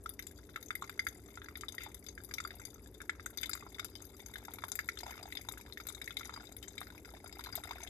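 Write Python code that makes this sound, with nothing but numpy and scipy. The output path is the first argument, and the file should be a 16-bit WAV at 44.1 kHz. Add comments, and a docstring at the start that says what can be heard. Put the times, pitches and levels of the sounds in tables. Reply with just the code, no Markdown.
"""Short plops and wet ticks, close by: a thin stream of hot water circles over wet coffee grounds.
Each drop or bursting bubble makes a pocket of air ring (the plop) and throws a fine spray (the tick).
The hollow cone of the steel dripper colours both. In between, small bubbles gurgle and foam crackles,
and once the stream gives a soft swish. The low hum of a quiet room lies underneath."""
import sys
import numpy as np
from scipy import signal
from scipy.fft import rfft, irfft
from scipy.io import wavfile

SR = 44100
rng = np.random.default_rng(int(sys.argv[2]) if len(sys.argv) > 2 else 0)


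def inscribe(sig):
    """Save sig as 16-bit PCM at rate SR to the path in sys.argv[1].

    A 1-D sig is mono; a 2-D sig holds one channel per row.
    Samples are clipped to [-1, 1] before scaling.
    """
    pcm = np.round(np.clip(np.atleast_2d(sig).T, -1, 1) * 32767)
    wavfile.write(sys.argv[1], SR, pcm.astype(np.int16))


N = 347949
GRAIN = 2048  # samples in one grain, meaning a single plop or tick

# The clear drops. Each row: start in seconds, plop level in dB, plop pitch in Hz, splash level in dB.
CLEAR_DROPS = [(0.0594, -37.5, 1275, -50), (0.192, -41, 1930, -41), (0.5596, -37.5, 1460, -43.5),
               (0.5735, -49, 1210, -60), (0.7055, -34.5, 1400, -41.5), (0.7529, -37.5, 1800, -51),
               (0.8225, -38, 1040, -45), (0.8408, -49.5, 1210, -47.5), (0.8948, -42.5, 1340, -41.5),
               (0.993, -28, 1900, -37.5), (1.0675, -31, 1645, -36.5), (1.374, -44, 1380, -53),
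               (1.4177, -47, 1500, -64), (1.4852, -46, 1400, -53.5), (1.5548, -44, 1950, -45),
               (1.6348, -42, 1210, -65), (1.7817, -37.5, 1870, -48.5), (1.8639, -46, 860.0, -53),
               (2.1775, -44.5, 1680, -65), (2.3107, -46.5, 1680, -49.5), (2.3826, -35.5, 2320, -45),
               (2.4017, -40, 1320.0, -41.5), (2.4501, -37.5, 1270, -44), (2.5058, -45.5, 1910.0, -48),
               (3.0035, -48.0, 1570, -51.5), (3.0151, -46.5, 1470, -53.5), (3.0946, -30.5, 1870, -41.5),
               (3.1964, -47, 1340, -61), (3.2614, -39.5, 1360, -69), (3.431, -35, 2120, -32),
               (3.4435, -45, 1730, -61), (3.4935, -43.5, 1290, -50), (3.5528, -45.5, 1220, -66),
               (3.6248, -49.5, 1110.0, -63), (3.665, -49.5, 900, -74), (3.7838, -50, 1620.0, -52),
               (3.7948, -39.5, 1340, -34.5), (4.3373, -49.5, 1930.0, -46), (4.357, -41.5, 1730, -45),
               (4.4827, -44, 894, -57), (4.585, -49.5, 1040, -46.5), (4.6377, -36.5, 1040, -44.5),
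               (4.79, -32, 1680, -40), (4.8881, -31.5, 1760, -40), (4.9724, -50, 1410.0, -42.5),
               (5.032, -44.5, 770, -43), (5.0639, -45, 820, -47), (5.0782, -52, 770.0, -50),
               (5.1076, -50.5, 850, -45), (5.227, -54, 750, -46.5), (5.2553, -49, 770, -52.0),
               (5.3232, -45, 2120.0, -41.5), (5.351, -53, 2140, -40.5), (5.3706, -43, 2300, -37.0),
               (5.4868, -44.5, 965, -49), (5.5135, -55, 1230, -52), (5.574, -50, 1480, -56),
               (5.7733, -42, 1760, -49.5), (5.8003, -47.5, 1250, -48), (6.015, -43, 1790, -39),
               (6.0762, -38, 1880, -44.5), (6.1063, -49.5, 1280, -42), (6.1687, -45, 2200, -39),
               (6.2089, -45.5, 1280, -52), (6.231, -47.5, 2180.0, -55), (6.2941, -43.5, 1080, -52.0),
               (6.3382, -51, 1080.0, -42), (6.3618, -48, 1230.0, -46), (6.374, -48, 970, -57),
               (6.7791, -46.0, 2230, -39), (6.8147, -42, 1220, -44.5), (7.1374, -50.5, 735, -55),
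               (7.242, -51, 740, -66), (7.3923, -46.5, 1010.0, -46), (7.4603, -49, 1400, -44.5),
               (7.4695, -45.5, 1000, -52), (7.489, -51.5, 990, -54), (7.5772, -45.5, 745, -65),
               (7.6363, -48.5, 1360.0, -41.5), (7.7089, -40.5, 1000, -40), (7.8033, -53.5, 980, -55),
               (7.873, -49.5, 2220, -45.5)]
# Large foam blisters that snap. Each row: start in seconds, level in dB, pitch in Hz.
FOAM_BLISTERS = [(0.092, -37.5, 10980.0), (0.268, -41.0, 7500), (0.7532, -37, 10200),
                 (1.5718, -43.5, 10100), (1.6098, -42, 4830), (1.6835, -37, 3550), (1.7226, -45.5, 6850),
                 (1.8342, -43, 7800), (1.9445, -42.5, 10300), (2.0861, -41, 4700), (2.3383, -35, 4660),
                 (2.6519, -39, 6400), (3.2599, -37.5, 8900), (3.3739, -36.5, 4460), (3.3832, -38, 4230),
                 (3.4128, -38.5, 10900), (3.4586, -38.5, 3880), (3.4949, -35, 10000), (3.5122, -43.5, 4600),
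                 (3.5324, -32.5, 4900), (3.5515, -41, 12180.0), (3.7452, -45, 3640), (3.8456, -37, 6560),
                 (3.9535, -42.5, 3520), (4.261, -44, 7200), (4.5365, -40.5, 11890.0),
                 (4.6822, -43.5, 10930.0), (4.7179, -33.0, 5300), (4.7544, -35, 11160.0),
                 (4.9884, -41, 4610.0), (5.487, -36.5, 3960.0), (5.7241, -43.5, 3740),
                 (5.8687, -36.5, 12000), (5.8871, -37.5, 4970), (5.9479, -43, 5000), (6.042, -46.5, 5160),
                 (6.1687, -36, 3660), (6.1953, -43.5, 6240.0), (6.566, -42, 11500), (6.6274, -44, 3680),
                 (6.6814, -42.0, 5530), (6.805, -44.0, 9440.0), (7.3258, -45.5, 3670.0),
                 (7.439, -41.5, 3960), (7.5259, -40.5, 5100), (7.554, -31.5, 9800)]
# How deep the stream digs into the grounds. Each row: time in seconds, relative gurgle level in dB.
DIGGING_CURVE = [(0, -83.5), (0.85, -74.5), (1.72, -71), (1.82, -57), (2.0, -81.5), (2.55, -65),
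                 (2.85, -78), (3.55, -65.5), (3.95, -72.5), (4.62, -65.5), (4.95, -76.5), (5.08, -56),
                 (5.3, -64), (5.85, -70.5), (6.25, -61), (6.55, -69.5), (7.25, -67.5), (7.45, -60),
                 (7.89, -58)]
# How much foam the stream stirs up. Each row: time in seconds, relative crackle level in dB.
FROTH_CURVE = [(0, -78), (1.0, -61), (1.45, -76), (2.45, -61), (2.9, -76), (4.7, -58), (7.1, -70.5),
               (7.89, -60)]
# The pitches at which the cone rings. Each row: pitch in Hz, width in Hz, relative strength in dB.
CONE_RESONANCES = [(712, 184, -9.5), (933, 190, -7), (1405, 120, 0), (1665, 240, -4.5), (2138, 202, 9),
                   (2593, 200, -5.5), (3100, 30, -2), (3640, 155, 12.5), (4035, 69, -5), (4875, 79, 11),
                   (5780, 820, -5), (6370, 285, 1.5), (7315, 395, 2), (8820, 120, -5.5), (10070, 247, 5.5),
                   (11250, 350, 4.5), (12180, 960, 9)]
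# The pitches that the cone swallows. Each row: pitch in Hz, width in Hz.
CONE_NOTCHES = [(4420, 170), (5480, 75)]
# Early echoes in the cone, stronger for short waves.
# Each row: frequency in Hz, level in dB against the direct sound.
CONE_ECHOES = [(1500, -3.5), (4000, 1)]
# The right side faces away from the dripper, so it sounds duller.
# Each row: frequency in Hz, level in dB against the left side.
RIGHT_SHADOW = [(600, 0), (2100, -3), (2600, -8), (3600, -18), (12500, -15.5)]
# The colour of the room's rumble. Each row: frequency in Hz, relative level in dB.
RUMBLE_COLOUR = [(36, -16), (52, 4), (75, 4), (105, 3), (135, -8.5), (200, -5), (270, -3.5), (340, -5.5),
                 (400, -1), (480, -10), (900, -24.5), (2000, -32), (3000, -42.5), (12000, -37)]
# The steady hum. Each row: pitch in Hz, level in dB before the hum's gain is added.
HUM_TONES = [(59.2, -63.5), (296.1, -69)]


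def drops(splash_hz=2900, splash_delay_s=.0005):
    """The stream breaks into drops: each gives a short round plop and a broad splash."""
    s, plop_db, hz, splash_db = np.transpose(CLEAR_DROPS)
    low = plops(s, plop_db, hz, q=4.2, skirt_q=1.5)
    splash_pitch = np.full(len(s), splash_hz)
    return low + ticks(s + splash_delay_s, splash_db, splash_pitch, q=0.7, spray_s=0.0017, low_hz=1700)


def blisters(plop_gain_db=-11.0, pocket_hz=1700, sputter_gain_db=-21.0):
    """A foam blister snaps brightly and tears its neighbours; the hollow it leaves plops faintly."""
    s, db, hz = np.transpose(FOAM_BLISTERS)
    hollow = plops(s, db + plop_gain_db, np.full(len(s), pocket_hz), q=0.57, skirt_q=0.23)
    later_s, later_db = spatter(s, db + sputter_gain_db, mean_delay_s=0.012, fade_db_per_s=93, count=3)
    sputter = ticks(later_s, later_db, rng.uniform(3000, 10700, len(later_s)), q=4.9, spray_s=0.00062)
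    snaps = ticks(s, db, hz, q=3.3, spray_s=0.00048)
    return hollow + sputter + snaps


def gurgle(slap_gain_db=-2.0):
    """The stream churns the grounds: large soft bubbles that slap as they close, and many small ones."""
    large = activity_curve(DIGGING_CURVE, mean_db=-62.0, swing=1.0)
    s, db, hz = swarm(large, 682, 1050, spread_db=6.5, count=290)
    deep = plops(s, db, hz, q=3.6, skirt_q=1.6)
    slaps = ticks(s, db + slap_gain_db, 2.5 * hz, q=1.0, spray_s=.002, low_hz=1300)
    small = activity_curve(DIGGING_CURVE, mean_db=-71.0, swing=1.6)
    s, db, hz = swarm(small, 1300, 4000, spread_db=12, count=850)
    return deep + slaps + plops(s, db, hz, q=2.6, skirt_q=1.6)


def swish(at_s=1.83, spread_s=.025, splash_db=-55.0, hz=2400, count=24):
    """The stream skids across the foam once, and many tiny splashes merge into a soft swish."""
    s = at_s + spread_s * rng.standard_normal(count)
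    return ticks(s, np.full(count, splash_db), np.full(count, hz), q=2, spray_s=.003, low_hz=1500)


def bubbles(plop_gain_db=10.5, tick_gain_db=7.5):
    """Smaller bubbles plop and splash between the clear drops."""
    activity = activity_curve(DIGGING_CURVE, mean_db=-66.0, swing=.9)
    s, db, hz = swarm(activity, 1100, 2400, spread_db=18.0, count=290)
    db = np.minimum(db, -62)  # their air pockets grow only so large
    low = plops(s, db + plop_gain_db, hz, q=5.5, skirt_q=.9)
    return low + ticks(s, db + tick_gain_db, 2.9 * hz, q=2.2, spray_s=0.0009)


def foam(burst_gain_db=4.5, fizz_gain_db=-5.5):
    """Foam cells burst one by one over a fine, dense fizz."""
    froth = activity_curve(FROTH_CURVE, mean_db=-56.5, swing=0.44)
    s, db, hz = swarm(froth, 4000, 12000, spread_db=19.0, count=230)
    bursts = ticks(s, db + burst_gain_db, hz, q=1.0, spray_s=0.00072)
    s, db, hz = swarm(froth, 4500, 14000, spread_db=11.0, count=800)
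    return bursts + ticks(s, db + fizz_gain_db, hz, q=1.6, spray_s=0.002)


def plops(times, level_db, hz, q, skirt_q, rise_per_cycle=0.007):
    """A pocket of air rings briefly as its pitch climbs. A higher q makes it ring longer."""
    hz = hz[:, None]
    cycles = hz * np.arange(GRAIN) / SR
    phase = cycles * (1 + rise_per_cycle * (cycles - q / np.pi) / 2)
    ring = np.cos(2 * np.pi * phase) * np.exp(-np.pi * cycles / q)
    soft_start = resonance(hz, hz / skirt_q)
    return in_cone(times, level_db, rfft(ring) * soft_start)


def ticks(times, level_db, hz, q, spray_s, low_hz=2800, size=600):
    """A film of water snaps and throws a brief spray, brighter when the bubble is small."""
    hz, t = hz[:, None], np.arange(size) / SR
    droplets = rng.standard_normal((len(hz), size)) ** 3 / np.sqrt(15)  # cubing makes noise spiky
    snap = t == 0
    spray = droplets * np.exp(-t / spray_s) + snap
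    spray = signal.sosfilt(signal.butter(2, low_hz, "high", fs=SR, output="sos"), spray)
    spectra = rfft(spray, GRAIN) * resonance(hz, hz / q) * resonance(hz, 2.4 * hz)
    return in_cone(times, level_db, spectra)


def swarm(activity, low_hz, high_hz, spread_db, count, lull_db=10.0, lull_s=0.016):
    """Times, levels and pitches of random bubbles whose loudness follows an activity curve."""
    when, size, pitch = rng.random((count, 3)).T
    times = (np.arange(count) + 2 * when - 1 / 2) / count * N / SR
    # The small bubbles are turned down briefly before each blister and drop, so these stand out.
    wait = np.array([row[0] for row in CLEAR_DROPS + FOAM_BLISTERS]) - times[:, None]
    until_next = np.where(wait > 0, wait, 1).min(axis=1)
    lull = np.exp(-(until_next / lull_s) ** 2)
    level_db = np.interp(times, *np.transpose(activity)) + spread_db * (size ** 2 - 1 / 2)
    return times, level_db - lull_db * lull, low_hz * (high_hz / low_hz) ** pitch


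def activity_curve(curve, mean_db, swing):
    """Centre a level curve on mean_db and multiply its ups and downs by swing."""
    s, db = np.transpose(curve)
    return np.column_stack([s, mean_db + swing * (db - db.mean())])


def spatter(times, level_db, mean_delay_s, fade_db_per_s, count, spread_db=6.0):
    """Times and levels of the small splashes that each snap sets off, weaker the later they come."""
    wait = mean_delay_s * rng.exponential(1, (len(times), count))
    db = level_db[:, None] - fade_db_per_s * wait + spread_db * rng.standard_normal(wait.shape)
    return (times[:, None] + wait).ravel(), db.ravel()


def in_cone(times, level_db, spectra, spot_db=6.5, fill_rise=0.025, slosh=.009):
    """Each grain starts at its own spot in the cone, so it gets its own mix of ringing and echoes."""
    bins = np.arange(GRAIN // 2 + 1)
    modes = np.array([from_db(db) * resonance(hz, width) for hz, width, db in CONE_RESONANCES])
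    cone = from_db(spot_db * rng.standard_normal((len(times), len(modes)))) @ modes
    cone *= np.prod([1 - resonance(hz, width) for hz, width in CONE_NOTCHES], axis=0)
    # Rising water shortens the air space and lifts the pitches; sloshing detunes them a little.
    stretch = 1 + fill_rise * (times[:, None] * SR / N - 1 / 2)
    stretch += slosh * rng.standard_normal((len(times), 1))
    shifted_bins = np.clip(np.rint(bins / stretch), 0, GRAIN // 2).astype(int)
    cone = np.take_along_axis(cone, shifted_bins, axis=1)
    echo_db = np.interp(bins * SR / GRAIN, *np.transpose(CONE_ECHOES))
    early = echoes(len(times), fade_s=0.032, delay_s=0.00064, size=700)
    paths = 1 + from_db(echo_db) * rfft(early, GRAIN)
    grains = irfft((spectra * cone)[:, None] * paths)
    # Give every grain the same energy on both sides before its level is set.
    grains /= np.sqrt(np.sum(grains ** 2, axis=2, keepdims=True) / (SR / 100))
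    return placed(times, level_db, grains)


def resonance(hz, width_hz):
    """How strongly something that rings at hz answers each frequency of a grain; 1 at the peak."""
    f = np.arange(GRAIN // 2 + 1) * SR / GRAIN
    return 1j * f * width_hz / (hz ** 2 - f ** 2 + 1j * f * width_hz)


def placed(times, level_db, grains):
    """Lay each stereo grain at its time and level."""
    out = np.zeros((2, N + GRAIN))
    starts = np.clip(times * SR, 0, N).astype(int)
    for at, gain, grain in zip(starts, from_db(level_db), grains):
        out[:, at:at + GRAIN] += gain * grain
    return out[:, :N]


def echoes(count, fade_s, delay_s, size):
    """Stereo pairs of dense echoes that set in after a delay and fall by 60 dB in fade_s."""
    t = np.arange(size) / SR
    shape = from_db(-60 * t / fade_s) * np.clip(t / delay_s - 1, 0, 1)
    return rng.standard_normal((count, 2, size)) * shape / np.linalg.norm(shape)


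def room_tone(rumble_db=-56.5, hum_gain_db=1, side_db=-17.0):
    """The room's low rumble and hum, nearly alike on both sides and a little louder on the left."""
    mid, side = coloured(rng.standard_normal((2, N)), RUMBLE_COLOUR)
    rumble = rms_one(mid) + from_db(side_db) * rms_one(side) * np.array([[1], [-1]])
    t = np.arange(N) / SR
    hum = sum(from_db(db) * np.sqrt(2) * np.sin(2 * np.pi * (hz * t + rng.random()))
              for hz, db in HUM_TONES)
    return (from_db(rumble_db) * rumble + from_db(hum_gain_db) * hum) * from_db([[.9], [-.9]])


def coloured(x, points):
    """Turn the frequencies of x up or down along a curve of (Hz, dB) points."""
    hz, db = np.transpose(points)
    grid = np.maximum(np.arange(N // 2 + 1) * SR / N, 1)
    return irfft(rfft(x) * from_db(np.interp(np.log(grid), np.log(hz), db)), N)


def from_db(db):
    """Turn decibels into a gain to multiply by."""
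    return 10 ** (np.asarray(db) / 20)


def rms_one(x):
    """Scale x so that its average strength (rms) is 1."""
    return x / np.sqrt(np.mean(x ** 2) + 1e-20)


def scene(wall_echo_db=-16.5, right_lag_s=.00014):
    """The water and its echo from the walls, later and duller on the right, over the room's hum."""
    water = drops() + blisters() + gurgle() + swish() + bubbles() + foam()
    walls = echoes(1, fade_s=0.18, delay_s=0.0052, size=SR // 2)[0]
    left, right = water + from_db(wall_echo_db) * signal.fftconvolve(water, walls, axes=1)[:, :N]
    n = np.arange(N)
    late_right = np.interp(n - right_lag_s * SR, n, right)
    return np.array([left, coloured(late_right, RIGHT_SHADOW)]) + room_tone()


def record(dry, cutoff_hz=12980):
    """Cut away the highest treble steeply."""
    return signal.sosfilt(signal.cheby1(12, .3, cutoff_hz, fs=SR, output="sos"), dry)


dry = scene()
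out = record(dry)
inscribe(out)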